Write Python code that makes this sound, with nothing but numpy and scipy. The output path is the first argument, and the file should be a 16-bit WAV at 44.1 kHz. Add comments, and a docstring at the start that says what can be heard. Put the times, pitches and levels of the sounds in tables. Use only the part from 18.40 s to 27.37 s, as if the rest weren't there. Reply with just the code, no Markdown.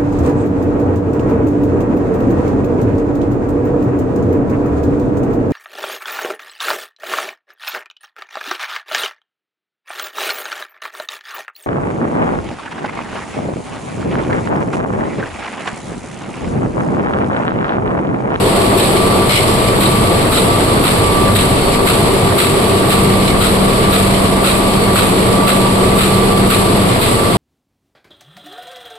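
"""Gears and chains of an offset press rumble and rattle in a small, hard-walled shop, motors hum, air hisses.
From 0.37 s a valve fires a blast of air about twice a second, with gripper snaps and paper sounds around it.
From 0.8 s the listener walks off from the delivery; hum and whine swell and fade in the standing waves.
Loose metal clacks, thickest near 1 s and 5 s. Noise is shaped by envelopes and spectra, tones are sines,
metal is resonant modes; a gain control ducks everything a little under each blast."""
import sys
import numpy as np
from scipy import signal
from scipy.fft import rfft, irfft, next_fast_len
from scipy.io import wavfile
from scipy.ndimage import uniform_filter1d, minimum_filter1d, map_coordinates

SR = 44100
rng = np.random.default_rng(int(sys.argv[2]) if len(sys.argv) > 2 else 0)


def unload_audio(sound):
    """Save the sound as a 16-bit wav file, at the path given as the first command line argument."""
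    columns = np.transpose(np.atleast_2d(sound))
    # keep every value between -1 and 1, then stretch to whole-number steps
    steps = np.round(np.clip(columns, -1, 1) * 32767)
    wavfile.write(sys.argv[1], SR, steps.astype(np.int16))


N = 395577

# the press runs at an even pace: time per sheet, first blast
CYCLE_S, FIRST_SHEET_S = .5148, .374
# one row per sheet: (air blast level/dB, ring of the valve's throat level/dB, gripper snap level/dB)
SHEET_LEVELS = [(-17, -27, -26), (-16, -20, -34), (-15.5, -23, -25), (-14.5, -19, -21.5),
                (-14.5, -18.5, -28), (-14, -22, -24), (-12.5, -19, -35), (-12, -19, -24), (-14.5, -22, -29),
                (-15, -17, -23.5), (-15, -22, -30), (-12, -18, -25), (-11.5, -17, -28.5), (-14, -20, -32),
                (-12, -16, -25.5), (-13, -18, -31), (-15, -23, -29)]


def amp(db):
    """Decibels to linear gain."""
    return 10 ** (np.asarray(db) / 20)


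def unit(x):
    """Scales a signal to rms 1."""
    return x / np.sqrt(np.mean(x ** 2) + 1e-20)


def clock():
    """The time of each sample in seconds."""
    return np.arange(N) / SR


def along(points, hz):
    """Reads (f/Hz, value) points on a log frequency axis."""
    f, v = np.transpose(points)
    return np.interp(np.log(hz + 1), np.log(f + 1), v)


def level(points):
    """The gain at each sample from (t/s, level/dB) points."""
    return amp(np.interp(clock(), *np.transpose(points)))


def wobble(rate):
    """A smooth random curve with rate knots a second."""
    coarse = np.arange(0, N + 64, 64) / SR
    knots = rng.standard_normal(int(N * rate / SR) + 4)
    return np.interp(clock(), coarse, map_coordinates(knots, [coarse * rate]))


def filtered(x, response):
    """Multiplies the spectrum of x by a response of frequency."""
    m = next_fast_len(N + SR // 2)
    return irfft(rfft(x, m) * response(np.fft.rfftfreq(m, 1 / SR)), m)[..., :N]


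def diffuse(pair, spectrum):
    """Two signals become a room's field of rms 1: alike in the bass, unrelated in the treble."""
    # (f/Hz, left-right correlation)
    likeness = [(60, .9), (130, .93), (290, .77), (630, .38), (1300, -.07), (3000, 0)]

    def response(hz):
        angle = np.arccos(np.clip(along(likeness, hz), -1, 1)) / 2
        return amp(along(spectrum, hz)) * np.array([np.cos(angle), np.sin(angle)])

    mid, side = filtered(pair, response)
    return unit(np.array([mid + side, mid - side]))


def noise(spectrum):
    """Stereo noise of rms 1 from (f/Hz, relative level/dB) points."""
    return diffuse(rng.standard_normal((2, N)), spectrum)


def turning(share):
    """Stereo noise of which a share of the power comes back with every second sheet, as the same teeth meet."""
    same = rng.standard_normal((2, N))[:, np.arange(N) % round(2 * CYCLE_S * SR)]
    share = np.clip(share, 0, 1)
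    return np.sqrt(share) * same + np.sqrt(1 - share) * rng.standard_normal((2, N))


def rattle(rate, spread_db, life):
    """Envelope of rms 1 from random contacts, rate a second, each dying away over life seconds."""
    chance = rng.random(N)
    size = np.minimum(rng.standard_normal(N), 2.8)
    contacts = (chance < rate / SR) * amp(spread_db * size) ** 2
    power = signal.lfilter([1], [1, -np.exp(-2 / (life * SR))], contacts)
    return unit(np.sqrt(power))


def add(track, start, rise, hold, fall, gain):
    """Adds an envelope, cut at one second, that opens, holds until its age is hold, then dies away."""
    part = track[round(start * SR):][:SR]
    age = np.arange(len(part)) / SR
    part += gain * np.minimum(age / rise, 1) * np.exp(-np.maximum(age - hold, 0) / fall)


def every_sheet(delay, rise, hold, fall, levels_db=0):
    """One stroke in each cycle of the press, at a fixed delay from the blast."""
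    track = np.zeros(N)
    starts = FIRST_SHEET_S + CYCLE_S * np.arange(len(SHEET_LEVELS)) + delay
    for s, gain in np.broadcast(starts, amp(levels_db)):
        add(track, s, rise, hold, fall, gain)
    return track


def ringing(push, modes):
    """Noise shaped by an envelope rings in (f/Hz, width/Hz, level/dB) modes; a steady push of 1 gives rms 1."""
    def body(f):
        # neighbouring modes alternate in sign
        return sum((-1) ** k * amp(db) * 1j * f * width / (centre * centre - f * f + 1j * f * width)
                   for k, (centre, width, db) in enumerate(modes))

    size = np.sqrt(np.mean(np.abs(body(np.arange(0, SR / 2, 10))) ** 2))
    return filtered(push * rng.standard_normal((2, N)), body) / size


def sines(lines):
    """Clean tones from (f/Hz, level/dB) rows."""
    turn = 2 * np.pi * clock()
    return np.sqrt(2) * sum(amp(db) * np.sin(hz * turn + rng.uniform(0, 2 * np.pi)) for hz, db in lines)


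def tone(hz, scatter, flutter_rate, lead=0):
    """A tone of rms about 1: a steady part, lead radians early on the left, and a part fluttering at each port."""
    scatter = np.clip(scatter, 0, 1)
    echo = np.array([wobble(flutter_rate) + 1j * wobble(flutter_rate) for port in range(2)])
    phase = 2 * np.pi * np.cumsum(hz * np.ones(N)) / SR + rng.uniform(0, 2 * np.pi)
    phase = phase + lead * np.array([[.5], [-.5]])
    swing = np.sqrt(2 * (1 - scatter)) + np.sqrt(scatter) * echo
    return swing.real * np.cos(phase) - swing.imag * np.sin(phase)


def blasts():
    """A valve opens for every sheet: a thin spit, then a sputtering jet of air that rings in the valve's throat."""
    # colour of the full jet: (f/Hz, relative level/dB)
    jet_colour = [(500, -17), (1000, -4), (1700, 3.3), (2200, 2), (2550, 4.3), (2900, 1.3), (3900, 1),
                  (5000, -4), (9000, -2.5), (11000, -3.5), (12500, -3), (13700, 0), (14400, -3)]
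    # colour of the valve's first narrow opening: (f/Hz, relative level/dB)
    spit_colour = [(6000, -26), (11000, -10), (12500, -5), (13650, 6), (14400, -19)]
    # resonances of the valve's throat: (f/Hz, width/Hz, relative level/dB)
    throat_modes = [(1255, 166, 7), (1506, 210, -3.5)]
    jet_db, throat_db, _ = np.transpose(SHEET_LEVELS)
    flow = every_sheet(delay=0, rise=.013, hold=.035, fall=.061, levels_db=jet_db)
    honk = every_sheet(delay=-.0033, rise=.0099, hold=.032, fall=.048, levels_db=throat_db)
    opening = amp(-19.5) * every_sheet(delay=-.014, rise=.02, hold=.033, fall=.031)
    sputter = rattle(rate=900, spread_db=2.3, life=.005)
    jet = sputter * (flow * noise(jet_colour) + opening * noise(spit_colour))
    return jet + ringing(sputter * honk, throat_modes)


def grippers():
    """A row of steel grippers strikes shut on every sheet and chatters, some cycles harder than others."""
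    # ringing steel: (f/Hz, width/Hz, relative level/dB)
    steel_modes = [(3040, 160, -10), (3710, 140, -3.5), (3935, 73, 0.5), (4120, 150, -6), (8100, 450, -9.5)]
    strike_db = -1.5  # against the chatter
    snap_db = np.transpose(SHEET_LEVELS)[2]
    snap = every_sheet(delay=0, rise=.0013, hold=.062, fall=.032, levels_db=snap_db)
    strike = every_sheet(delay=.004, rise=.0004, hold=.002, fall=.005, levels_db=snap_db + strike_db)
    chatter = rattle(rate=350, spread_db=2.3, life=.004)
    return ringing(snap * chatter + strike, steel_modes)


def drive():
    """Shafts throb in the floor, the heavy frame rumbles, gear teeth and gripper chains rattle through the covers."""
    # slow shaft tones in the floor: (f/Hz, relative level/dB)
    throb_tones = [(27.4, -5), (48.3, -4.5), (55, -16)]
    # floor throb over time: (t/s, level/dB)
    throb_level = [(0, -29), (2.6, -26), (3.3, -21), (4.0, -34), (5.0, -21), (6.8, -27.5), (7.9, -22),
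                   (8.97, -31)]
    # colour of the frame rumble: (f/Hz, relative level/dB)
    frame_colour = [(15, -25), (38, -14.5), (70, -10), (98, -2.5), (130, -2.5), (175, -7), (230, -8.5),
                    (330, -18.5), (600, -43)]
    # colour of the gear roar: (f/Hz, relative level/dB)
    gear_colour = [(60, -17), (160, -12.5), (235, -2.5), (295, -3), (375, -0.5), (505, -2.5), (580, -4),
                   (680, -3.5), (760, -7), (1030, -9), (1190, -7.5), (1350, -14.5), (1600, -23.5),
                   (3000, -31.5)]
    frame_db, gears_db = -17.5, -14.5
    # extra gear level beside the delivery, when the walk starts, how long it takes
    delivery_db, leave_s, walk_s = 1.0, .8, .68

    sway_db = .8 * np.array([wobble(9), wobble(9)])
    throb = level(throb_level) * amp(sway_db) * sines(throb_tones)
    frame = amp(frame_db + .85 * wobble(3)) * diffuse(turning(share=.12), frame_colour)
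    beside_delivery = np.clip(1 - (clock() - leave_s) / walk_s, 0, 1)
    teeth = rattle(rate=1200, spread_db=0, life=.014)
    gears = amp(gears_db + delivery_db * beside_delivery) * diffuse(teeth * turning(share=.16), gear_colour)
    return throb + frame + gears


def sheets():
    """Each cycle a cam scrapes and the sheet lifts, then slides on after the blast; paper edges tick in between."""
    # edge ticks in every cycle: (delay from the blast/s, level/dB, dying time/s)
    edge_ticks = [(-.128, -24, .006), (-.023, -20.5, .007), (.092, -23, .009), (.141, -18.5, .008),
                  (.262, -24.5, .025)]
    cam_db, lift_db, slide_db = -26, -29.5, -25.5
    scrape = noise([(700, -32), (1350, 14), (2000, 10), (4000, -26)])
    cam = amp(cam_db) * every_sheet(delay=-.086, rise=.027, hold=.031, fall=.02) * scrape
    lift = amp(lift_db) * every_sheet(delay=-.026, rise=.006, hold=.018, fall=.015)
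    slide = amp(slide_db) * every_sheet(delay=.042, rise=.025, hold=.085, fall=.047)
    rustle = rattle(rate=600, spread_db=2.8, life=.004)
    paper = (lift + slide) * rustle * noise([(1000, -15), (3500, -9), (8500, 3), (14000, -2)])
    edges = sum(amp(db) * every_sheet(delay, rise=.0015, hold=.003, fall=dies)
                for delay, db, dies in edge_ticks)
    return cam + paper + edges * noise([(2000, -14), (8000, -12), (13000, 4)])


def clacks():
    """Now and then a loose metal part chatters: a dry crack, or a ring when it swings free."""
    # the loudest clacks: (t/s, level/dB, length/s, share of the power that rings/0-1)
    clack_list = [(.377, -20, .012, .1), (.563, -22, .006, .4), (.893, -13, .03, .42),
                  (.932, -15, .02, .48), (.96, -16.5, .016, .42), (1.005, -25, .03, .5),
                  (1.075, -23, .07, .06), (1.272, -19, .014, .25), (1.942, -20, .025, 0),
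                  (2.632, -22, .005, .4), (3.318, -20.5, .028, .3), (4.815, -23.5, .014, .6),
                  (4.876, -20, .014, .55), (5.038, -20.5, .024, .15), (5.43, -24, .02, .6),
                  (5.737, -22, .005, .4), (8.485, -23.5, .04, .5)]
    # the loose metal: (f/Hz, width/Hz, relative level/dB)
    metal_modes = [(1780, 160, -11), (2030, 90, -6), (2155, 90, 0), (2400, 190, -4), (2970, 100, -1.5),
                   (3330, 160, -7), (3650, 130, -8), (4130, 150, -5)]
    # colour of the dry crack: (f/Hz, relative level/dB)
    crack_colour = [(1200, -24), (1900, 1), (2600, -4), (3900, -0.5), (5200, 10.5), (9000, 2)]
    ring, crack = np.zeros(N), np.zeros(N)
    for s, db, length, share in clack_list:
        for track, part in ((ring, share), (crack, 1 - share)):
            add(track, s, rise=.0007, hold=length, fall=.026, gain=amp(db) * np.sqrt(part))
    chatter = rattle(rate=850, spread_db=2.4, life=.005)
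    return ringing(ring * chatter, metal_modes) + crack * chatter * noise(crack_colour)


def whine():
    """The pump's whine swells at one port, then the other, as they pass through the room's standing waves."""
    # the whine along the walk: (t/s, left level/dB, right level/dB, lead of the left port/rad)
    whine_walk = [(0, -33, -35, 2), (.3, -22.5, -26, 2.3), (.48, -31, -32, 2.5), (.68, -20.5, -25, .3),
                  (.9, -29, -26, .3), (1.05, -23, -27, 2.4), (1.65, -20.5, -28, 1.6), (1.85, -30, -32, 1.8),
                  (2.1, -24, -22, 1.3), (2.33, -23, -20.5, 2.7), (2.52, -31, -26, 2.4),
                  (2.75, -25.5, -18.5, 1), (2.92, -21.5, -19.5, 1.1), (3.2, -26, -31, 2.4),
                  (3.38, -22, -26, 1), (3.85, -30, -31, 1), (4.1, -26, -25, .5), (4.42, -28, -21.5, 1),
                  (4.8, -25.5, -25, -1.2), (5.15, -28, -29, -1.8), (5.42, -22, -26, -2),
                  (5.85, -27, -28, -1.8), (6.25, -25, -24, .5), (6.6, -32, -24, 1.5),
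                  (7.3, -28, -18.5, 1.5), (7.62, -32, -23, 1.5), (7.8, -30, -18.5, .8), (8.2, -24, -23, .8),
                  (8.45, -28, -28, 2.5), (8.85, -32, -20, 2), (8.97, -32, -24, 2)]
    # rough tones just under the whine: (f/Hz, level/dB)
    side_tones = [(1126, -34.5), (1145, -36.5)]
    times, *columns = np.transpose(whine_walk)
    left_db, right_db, lead = (np.interp(clock(), times, column) for column in columns)
    gain = amp(np.array([left_db, right_db]) + 1.4 * wobble(8))
    pure = gain * tone(1164.5, scatter=.18, flutter_rate=18, lead=lead)
    rough = sum(amp(db + 3 * wobble(3)) * tone(hz, scatter=.9, flutter_rate=18) for hz, db in side_tones)
    return pure + rough


def motors():
    """Motor hum, gear drone, roller tone and a thin whistle swell and fade with the listener's place."""
    # motor hum along the walk through its standing waves: (t/s, level/dB)
    hum_level = [(0, -23.5), (1.0, -22.5), (1.65, -26), (2.05, -35), (2.7, -27.5), (4.15, -26),
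                 (4.65, -17.5), (6.3, -19), (8.38, -16.5), (8.65, -34)]
    # gear drone: (t/s, level/dB)
    drone_level = [(.5, -25), (1.1, -39), (2.7, -35), (3.15, -29), (3.3, -21), (3.85, -21.5), (4.0, -29),
                   (4.15, -21), (4.4, -21), (4.6, -34), (8.97, -34)]
    # pitch of the gear drone: (t/s, f/Hz)
    drone_pitch = [(0, 390), (3.3, 394), (3.8, 392.5), (4.15, 391), (4.3, 400), (4.5, 399), (4.8, 392)]
    # roller tone: (t/s, level/dB)
    roller_level = [(0, -31), (.25, -31), (.6, -37), (1.3, -40), (1.6, -30), (1.85, -31.5), (2.2, -40),
                    (5.45, -36), (5.62, -27), (5.82, -24), (6.0, -38), (8.97, -36)]
    # the motor's thin whistle: (t/s, level/dB)
    whistle_level = [(0, -47), (.6, -41.5), (.9, -46), (3.1, -47), (3.25, -37), (3.38, -37.5), (3.55, -47),
                     (6.05, -45), (6.22, -39.5), (6.6, -40), (6.85, -45), (8.97, -45)]

    hum = level(hum_level) * tone(193.8, scatter=.026, flutter_rate=7.1)
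    pitch = np.interp(clock(), *np.transpose(drone_pitch)) + 2.5 * wobble(7)
    # a swell of about 6.5 Hz, as when two close gear tones beat
    beat = 1 + .55 * np.sin(2 * np.pi * 6.5 * clock() + wobble(3))
    drone = level(drone_level) * beat * tone(pitch, scatter=.22, flutter_rate=16)
    roller = level(roller_level) * tone(680 + 3 * wobble(7), scatter=.4, flutter_rate=14)
    whistle = level(whistle_level) * tone(4434, scatter=.6, flutter_rate=20)
    return hum + drone + roller + whistle + shaft_tones(width_hz=3.1)


def shaft_tones(width_hz):
    """Weak steady tones, partly smeared into narrow bands by uneven running and the room."""
    # shaft and gear tones: (f/Hz, level/dB)
    steady_tones = [(97, -31.5), (454.5, -33.5), (603, -44), (950.3, -40.5), (953.4, -39.5), (985, -42.5),
                    (1076, -42), (1983, -50.5), (2217, -47), (3493, -53), (5825, -52)]

    def bands(f):
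        return sum(amp(db) * np.exp(-((f - hz) / width_hz) ** 2) for hz, db in steady_tones)

    clean = sines(steady_tones)
    smeared = unit(filtered(rng.standard_normal((2, N)), bands))
    return clean + amp(-3.5) * clean.std() * smeared


def covers():
    """The shaking frame sets the sheet-metal covers booming in uneven surges."""
    # the sheet metal: (f/Hz, width/Hz, relative level/dB)
    cover_modes = [(347, 28, -0.5), (377, 25, 1.5), (425, 24, -3), (463, 20, -1.5)]
    # the boom over time: (t/s, level/dB)
    cover_level = [(0, -18), (.75, -24), (1.0, -27), (2.4, -26.5), (4.6, -23.5), (5.3, -30), (7.6, -21.5),
                   (8.6, -23.5), (8.97, -28)]
    surge = amp(2.5 * wobble(7))
    boom = diffuse(ringing(surge, cover_modes), [(150, -20), (300, 0), (500, 0), (1000, -20)])
    return level(cover_level) * boom


def air():
    """Blowers hiss, easing just before each blast, mixed with the fine ticking of chains and paper."""
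    # colour of hiss and ticking: (f/Hz, relative level/dB)
    hiss_colour = [(300, -20), (1000, -3), (1700, -.4), (3400, -2.1), (7000, -5), (14000, -7.3)]
    hiss_db, ticking_db, lull_depth = -21, -27.5, .19
    lull = 1 - lull_depth * every_sheet(delay=-.11, rise=.05, hold=.1, fall=.02)
    ticking = rattle(rate=220, spread_db=2.8, life=.007) * noise(hiss_colour)
    return lull * (amp(hiss_db) * noise(hiss_colour) + amp(ticking_db) * ticking)


def scene():
    """The press, its sheets and the shop's machines together."""
    press = blasts() + grippers() + drive() + sheets() + clacks()
    return press + whine() + motors() + covers() + air()


def gain_control(x, knee_db, window):
    """Turns everything down while the treble, averaged over window seconds, is loud."""
    treble = filtered(x, lambda hz: hz > 2000)
    power = np.abs(uniform_filter1d(np.mean(treble ** 2, axis=0), int(window * SR)))
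    return x / np.sqrt(1 + power / amp(knee_db) ** 2)


def limiter(x, ceiling_db):
    """Rides the highest peaks down within a few milliseconds."""
    needed = np.minimum(1, amp(ceiling_db) / (np.abs(x).max(axis=0) + 1e-9))
    return x * uniform_filter1d(minimum_filter1d(needed, size=400), size=400)


def record(dry):
    """Gain control, the colour of each microphone port, a limiter and the band limit."""
    # colour of the ports: (f/Hz, left level/dB, right level/dB)
    port_colour = np.array([(1700, .3, 0), (2200, 3.7, 1.3), (3400, .6, 3.4), (4400, 0, 4.8),
                            (5250, -5.5, -5.3), (5580, -15, -15), (5850, -8, -7), (6300, -17, -16.5),
                            (6900, -10.5, -8.5), (7300, -1.5, -1.5), (8200, 8, 0), (9300, 3, -5),
                            (10600, .5, -.5), (11300, .3, 5.5), (11900, -6.8, -6.5), (14200, -8.6, -10)])
    left, right = port_colour[:, [0, 1]], port_colour[:, [0, 2]]
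    held = amp(.7) * gain_control(dry, knee_db=-10.3, window=.014)
    coloured = filtered(held, lambda hz: amp([along(left, hz), along(right, hz)]))
    return filtered(limiter(coloured, ceiling_db=-.6), lambda hz: hz < 14350)


dry = scene()
out = record(dry)
unload_audio(out)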